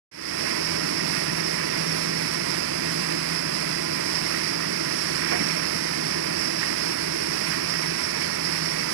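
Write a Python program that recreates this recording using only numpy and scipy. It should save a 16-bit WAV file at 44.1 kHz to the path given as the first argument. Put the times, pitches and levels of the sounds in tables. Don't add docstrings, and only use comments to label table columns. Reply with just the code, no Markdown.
import sys
import numpy as np
from scipy import signal
from scipy.fft import rfft, irfft, next_fast_len
from scipy.io import wavfile
from scipy.ndimage import uniform_filter1d

SR = 44100
rng = np.random.default_rng(int(sys.argv[2]) if len(sys.argv) > 2 else 0)


def generate_wav(signal):
    frames = np.transpose(np.atleast_2d(signal))
    scaled = np.clip(frames, -1, 1) * 32767
    pcm = np.round(scaled).astype(np.int16)
    wavfile.write(sys.argv[1], SR, pcm)


N = 393813
TIME = np.arange(N) / SR
SIZE = next_fast_len(N + SR, True)
FREQ = np.maximum(np.fft.rfftfreq(SIZE, 1 / SR), 1)
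MESH_HZ = 164.15


def undb(db):
    return 10 ** (np.asarray(db) / 20)


def unit(x):
    return x / np.sqrt(np.mean(x ** 2))


def curve(points):
    times, values = np.transpose(points)
    return np.interp(TIME, times, values)


def walk(rate):
    hold = max(int(SR / rate), 1)
    steps = np.repeat(rng.standard_normal(N // hold + 1), hold)[:N]
    return unit(uniform_filter1d(uniform_filter1d(steps, hold), hold))


def slope(points):
    hz, db = np.transpose(points)
    return undb(np.interp(np.log(FREQ), np.log(hz), db))


def resonances(peaks):
    return np.sqrt(sum(undb(db) ** 2 / (1 + ((FREQ - hz) / width) ** 2) ** 2 for hz, width, db in peaks))


def ring(x, gain):
    cepstrum = irfft(np.log(gain + 1e-6), SIZE)
    cepstrum[1:SIZE // 2] *= 2
    cepstrum[SIZE // 2 + 1:] = 0
    return irfft(rfft(x, SIZE) * np.exp(rfft(cepstrum)), SIZE)[:N]


def band(hz, half_width_hz):
    noise = rfft(rng.standard_normal(SIZE))
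    return unit(irfft(noise * resonances([(hz, half_width_hz, 0)]), SIZE)[:N])


def impacts(rate, scatter_db):
    blows = (rng.random(N) < rate / SR) * rng.choice([-1, 1], N)
    return unit(blows * undb(scatter_db * rng.standard_normal(N)))


def tone(phase, waver_db, waver_rate):
    return unit(np.sin(phase + 2 * np.pi * rng.random()) * undb(waver_db * walk(waver_rate)))


def strike(start, decay_s, rise_s=0.001):
    age = np.maximum(TIME - start, 0)
    return (1 - np.exp(-age / rise_s)) * np.exp(-age / decay_s)


def modes(start, table):
    live = (TIME > start) & (TIME < start + 1)
    age = TIME[live] - start
    out = np.zeros(N)
    for hz, db, decay in table:
        out[live] += rng.choice([-1, 1]) * undb(db) * np.sin(2 * np.pi * hz * age) * np.exp(-age / decay)
    return out


def gear_drone(turn, drone_db):
    # t/s, level/dB
    octave = [(.4, -43), (1.2, -41), (2.2, -46.5), (3.4, -46), (4.3, -40), (5.4, -42), (5.9, -44),
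              (6.45, -37.5), (6.8, -47), (7.3, -40), (7.9, -53), (8.9, -54)]
    mesh = MESH_HZ * turn + 0.13 * walk(25)
    first = tone(mesh, waver_db=0.7, waver_rate=12) * undb(drone_db + 1.6)
    second = tone(2 * mesh, waver_db=0.9, waver_rate=6.8) * undb(curve(octave))
    fourth = tone(4 * mesh, waver_db=2.5, waver_rate=7) * undb(-53)
    return first + second + fourth


def roller_hum(turn, roller_hz=11.905):
    # multiple of the turning rate, relative level/dB
    roller = [(5, -68.9), (7, -62.2), (10, -60.5), (13, -56.5), (15, -51.5), (18, -56.5), (25, -53.7),
              (29, -51.2), (31, -50.1), (33, -50.7), (34, -55.8), (35, -46), (36, -50.5), (38, -51.7),
              (40, -53.8), (50, -52.0), (52, -54.5), (57, -55.9)]
    # f/Hz, relative level/dB
    shafts = [(86.5, -61.9), (144.0, -54.1), (198.5, -54.5), (255.7, -55.4), (284.3, -53.9), (287.7, -54.8),
              (337.8, -51.1), (344.5, -49.5), (495.9, -54.7), (587.5, -50.8)]
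    lines = [(k * roller_hz, db) for k, db in roller] + list(shafts)
    return undb(1) * sum(undb(db) * tone(hz * turn, waver_db=2.5, waver_rate=5) for hz, db in lines)


def frame_rumble(drone_db, ease_db_per_s=0.2, drone_share=0.078):
    # f/Hz, relative level/dB
    spectrum = [(20, -32), (45, -26), (65, -19.5), (85, -12.5), (102, -17.5), (125, -13), (152, -5.5),
                (215, -6.5), (340, -1.5), (440, -6), (660, -7), (800, -18.5), (1500, -18), (5000, -63)]
    level_db = -32 - ease_db_per_s * TIME + drone_share * signal.detrend(drone_db)
    return unit(ring(rng.standard_normal(N), slope(spectrum))) * undb(level_db)


def chain_clatter(shake):
    # f/Hz, relative level/dB
    spectrum = [(300, -19.5), (800, -8), (920, -5), (1650, -4), (1900, -1.5), (2250, 0), (2500, -4.5),
                (3000, -10.5), (3600, -17), (7000, -30.5)]
    # f/Hz, half-width/Hz, relative level/dB
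    guards = [(1004, 24, -0.5), (1872, 30, 2), (1985, 48, -1.5), (2616, 44, 0.5), (2750, 40, -20)]
    # t/s, half-length/s, change/dB
    flurries = [(1.047, 0.045, -0.5), (1.68, 0.12, 0.8), (5.303, 0.1, 1.5), (5.547, 0.086, 1),
                (7.46, 0.077, 0.5)]
    links = impacts(rate=6000, scatter_db=1.14) * undb(0.29 * shake)
    flurry_db = sum(db * np.exp(-((TIME - at) / half) ** 2) for at, half, db in flurries)
    body = np.hypot(slope(spectrum), undb(-1.5) * resonances(guards))
    return unit(ring(links, body)) * undb(-28.5 + 0.22 * walk(7) + flurry_db)


def gear_teeth(turn, shake, ease_db_per_s=0.01, surge_half_s=0.022):
    # f/Hz, half-width/Hz, relative level/dB
    lower_modes = [(4437, 41, -16), (4635, 230, -12.8), (4852, 38, -5.5), (4934, 18, -.7), (4986, 42, -3.6),
                   (5074, 34, -3.2), (5142, 58, -4.2), (5262, 36, -7.2)]
    upper_modes = [(5425, 55, -5.5), (5498, 42, -1), (5543, 18, 2), (5670, 150, -11.5)]
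    # t/s, level/dB
    upper_level = [(.4, -4), (2.2, -5), (2.8, -7.5), (3.7, -6.5), (4.2, -5.5), (5.0, -2.5), (7.2, -3),
                   (7.9, -2.5), (8.9, -3)]
    # t/s, rise/dB
    surges = [(4.17, 5.5), (8.24, 3.5), (8.46, 3.5)]
    mesh = MESH_HZ * turn
    contact = 1 + 0.12 * np.cos(mesh) + 0.2 * np.cos(2 * mesh)
    scrape = impacts(rate=7000, scatter_db=3.0) * contact * undb(0.28 * shake)
    lower = unit(ring(scrape, resonances(lower_modes)))
    upper = unit(ring(scrape, resonances(upper_modes))) * undb(curve(upper_level))
    surge_db = sum(db * np.exp(-((TIME - at) / surge_half_s) ** 2) for at, db in surges)
    bite_db = -29.5 - ease_db_per_s * TIME + 0.24 * walk(10) + surge_db
    return (lower + upper) * undb(bite_db)


def cover_echoes(x, share=0.4, sway_s=0.00006, count=24):
    lags_s = rng.uniform(0.002, 0.014, count)
    signs, leans = rng.choice([-1, 1], count), rng.standard_normal(count)
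    sway = sway_s * walk(0.73)
    echoes = sum(sign * np.interp(TIME - lag - lean * sway, TIME, x)
                 for sign, lag, lean in zip(signs, lags_s, leans))
    return x + share * echoes / np.sqrt(count)


def card_wire(turn, shake):
    # f/Hz, relative level/dB
    spectrum = [(1500, -17), (3600, 2.5), (4400, 11), (5700, 9), (6050, 6), (6600, -2), (7200, 1.5),
                (8300, 3.5), (8900, 0.5), (9500, 5), (11100, 4.5), (11700, -8), (13300, -8.5), (15500, -17)]
    mesh = MESH_HZ * turn
    pull = 1 + 0.055 * np.cos(mesh) + 0.13 * np.cos(2 * mesh)
    combing = impacts(rate=12000, scatter_db=1.5) * pull
    hiss = cover_echoes(ring(combing, slope(spectrum)))
    return unit(hiss) * undb(-33.0 + 0.93 * shake + 0.36 * walk(5.1))


def drive_whistle(flutter_rad=0.34):
    # f/Hz, level/dB
    lines = [(5863.5, -51.9), (6045, -60.2), (6137.7, -43.8), (6633.5, -62.0)]
    out = 0
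    for hz, db in lines:
        phase = 2 * np.pi * hz * TIME + flutter_rad * walk(42)
        out += undb(db) * tone(phase, waver_db=1.7, waver_rate=36)
    return out


def high_rings():
    # f/Hz, half-width/Hz, level/dB
    lasting = [(8010, 45, -54), (10820, 75, -51)]
    # middle t/s, length/s, f/Hz, half-width/Hz, relative level/dB
    swelling = [(1.6, 1.9, 10790, 70, -47), (.8, .8, 5505, 16, -40), (1.37, .25, 5545, 10, -38),
                (2.05, 1.1, 5540, 12, -39), (2.9, 3.8, 2635, 18, -51), (2.9, 1.5, 10560, 70, -51),
                (3.05, .8, 7965, 25, -51), (3.5, .7, 5078, 10, -39), (1.1, .4, 4983, 8, -41),
                (3.6, 1.2, 10950, 70, -49), (3.85, 1.3, 8270, 40, -51), (4.3, 1.8, 4936, 11, -38.5),
                (4.3, .5, 5505, 18, -39), (5.45, .8, 5541, 14, -37), (5.2, 1.2, 9600, 250, -49),
                (5.95, 1.4, 10810, 55, -48.5), (6.13, .25, 5537, 10, -38), (6.44, .22, 5505, 18, -37),
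                (7.25, .2, 5542, 12, -39), (7.25, 1.9, 9870, 28, -46), (7.2, 1.4, 11290, 40, -53),
                (8.47, .1, 5540, 14, -37), (8.74, .2, 5544, 12, -36), (8.5, 1.4, 10860, 70, -51)]
    out = sum(undb(db) * band(hz, width) for hz, width, db in lasting)
    for middle, length, hz, width, db in swelling:
        swell = np.sqrt(np.maximum(1 - (2 * (TIME - middle) / length) ** 2, 0))
        out += undb(db + 2) * band(hz, width) * swell
    return out


def loose_part(focus_hz=90, spread_db=2):
    # t/s, relative level/dB, buzz decay/s, pitch f/Hz
    knocks = [(.465, -24.5, 0.055, 2030), (.8, -28, .015, 1873), (.998, -26.5, .02, 1916),
              (1.282, -26, .014, 1862), (1.58, -25, .055, 1959), (1.755, -26, .045, 2150),
              (2.123, -26, .015, 1873), (3.322, -26, .015, 2150), (4.343, -27, .015, 1927),
              (4.85, -27, .015, 1916), (5.148, -26, .03, 2050), (5.216, -23, 0.1, 1950),
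              (5.285, -25.5, .07, 2340), (5.331, -23, .036, 1900), (5.398, -25, .03, 2100),
              (5.498, -25, .035, 2250), (6.628, -21, 0.02, 1852), (7.46, -25.5, .055, 2250),
              (7.515, -25, .035, 1950), (7.735, -27, .015, 1873), (7.887, -27, .015, 1981),
              (8.217, -23, 0.02, 2200), (8.76, -26, 0.02, 2045)]
    # f/Hz, relative level/dB, decay/s
    part_modes = [(1852, 0, .026), (1905, -2, .026), (1972, -2, .026), (2145, -3, .025), (2250, -4, .02),
                  (2340, -7, .02)]
    mode_hz, mode_db, mode_decay_s = np.transpose(part_modes)
    out = 0
    for start, blow_db, buzz_decay_s, pitch_hz in knocks:
        scatter_db = spread_db * rng.standard_normal(len(part_modes))
        off_pitch_db = 10 * np.log10(1 + ((mode_hz - pitch_hz) / focus_hz) ** 2)
        clank = modes(start, zip(mode_hz, mode_db + scatter_db - off_pitch_db, mode_decay_s))
        buzz = band(pitch_hz, half_width_hz=440) * strike(start, buzz_decay_s)
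        out += undb(blow_db) * (undb(-4.5) * clank + undb(-3.5) * buzz)
    return out


def panel_clunk(blow_s=5.319, fall_back_s=5.398):
    # f/Hz, relative level/dB, decay/s
    panel_modes = [(371, -2, 0.04), (482, 4, 0.031), (560, -1, 0.025), (717, 3, 0.045), (797, 0, 0.024),
                   (1035, -3, .025), (1136, 4.5, 0.023), (1450, 3, .02), (1690, -6, 0.03)]
    # f/Hz, gain/dB
    radiation = [(50, -19), (220, 0)]
    shudder = undb(-28.5) * band(hz=556, half_width_hz=280) * strike(blow_s, decay_s=0.11)
    thump = undb(-26) * band(hz=255, half_width_hz=85) * strike(fall_back_s, decay_s=0.04)
    ringing = undb(-30) * modes(blow_s, panel_modes)
    return ring(ringing + shudder + thump, slope(radiation))


def workshop_echo(x, t60_s=0.76, gap_s=0.0088):
    t = TIME[:SR]
    tail = rng.standard_normal(SR) * np.exp(-np.log(1000) * t / t60_s) * (t > gap_s)
    return signal.fftconvolve(x, tail / np.sqrt(np.sum(tail ** 2)))[:N]


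def left_microphone(machine, echo, lag_s=0.00054):
    # f/Hz, gain/dB
    shading = [(60, -3), (110, 2), (200, 0.5), (380, -3), (700, -8.5), (1290, -13), (2380, -17.5),
               (4400, -23.5), (8120, -29.5), (15000, -26)]
    # f/Hz, gain/dB
    scatter = [(500, -39), (2000, -27), (5000, -34), (8000, -29), (12000, -32)]
    arriving = machine + undb(-20) * echo
    late = irfft(rfft(arriving, SIZE) * np.exp(-2j * np.pi * FREQ * lag_s), SIZE)[:N]
    return ring(late, slope(shading)) + ring(echo, slope(scatter))


def scene():
    # t/s, relative level/dB
    drone_level = [(0.4, -58), (0.55, -49), (0.7, -39.5), (0.85, -44), (1.1, -38), (1.28, -44), (1.95, -39),
                   (2.35, -41.5), (2.62, -47), (2.8, -40.5), (3.4, -40), (4.1, -44.5), (4.62, -42),
                   (4.85, -51), (5.15, -41.5), (6.3, -44), (6.44, -51), (6.58, -44), (6.8, -47.5),
                   (7.4, -46), (7.78, -39.5), (8.0, -45.5), (8.35, -47), (8.55, -41.5), (8.9, -47)]
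    drone_db = curve(drone_level)
    turn = 2 * np.pi * np.cumsum(1 + 0.00074 * walk(2.5)) / SR
    shake = walk(22)
    rattle = chain_clatter(shake) + gear_teeth(turn, shake) + card_wire(turn, shake)
    rattle += loose_part() + panel_clunk()
    lows = gear_drone(turn, drone_db) + roller_hum(turn) + frame_rumble(drone_db)
    machine = lows + drive_whistle() + high_rings() + rattle
    right = machine + undb(-11) * workshop_echo(rattle)
    left = left_microphone(machine, workshop_echo(rattle))
    microphone_hiss = undb(-71) * rng.standard_normal((2, N))
    return np.array([left, right]) + microphone_hiss


def record(dry, top_hz=15350):
    # t/s, gain
    fade_in = ((.113, 0), (.116, .06), (.41, 1))
    lowpass = signal.ellip(12, 0.2, 80, top_hz, fs=SR, output="sos")
    return signal.sosfilt(lowpass, dry * curve(fade_in))


dry = scene()
out = record(dry)
generate_wav(out)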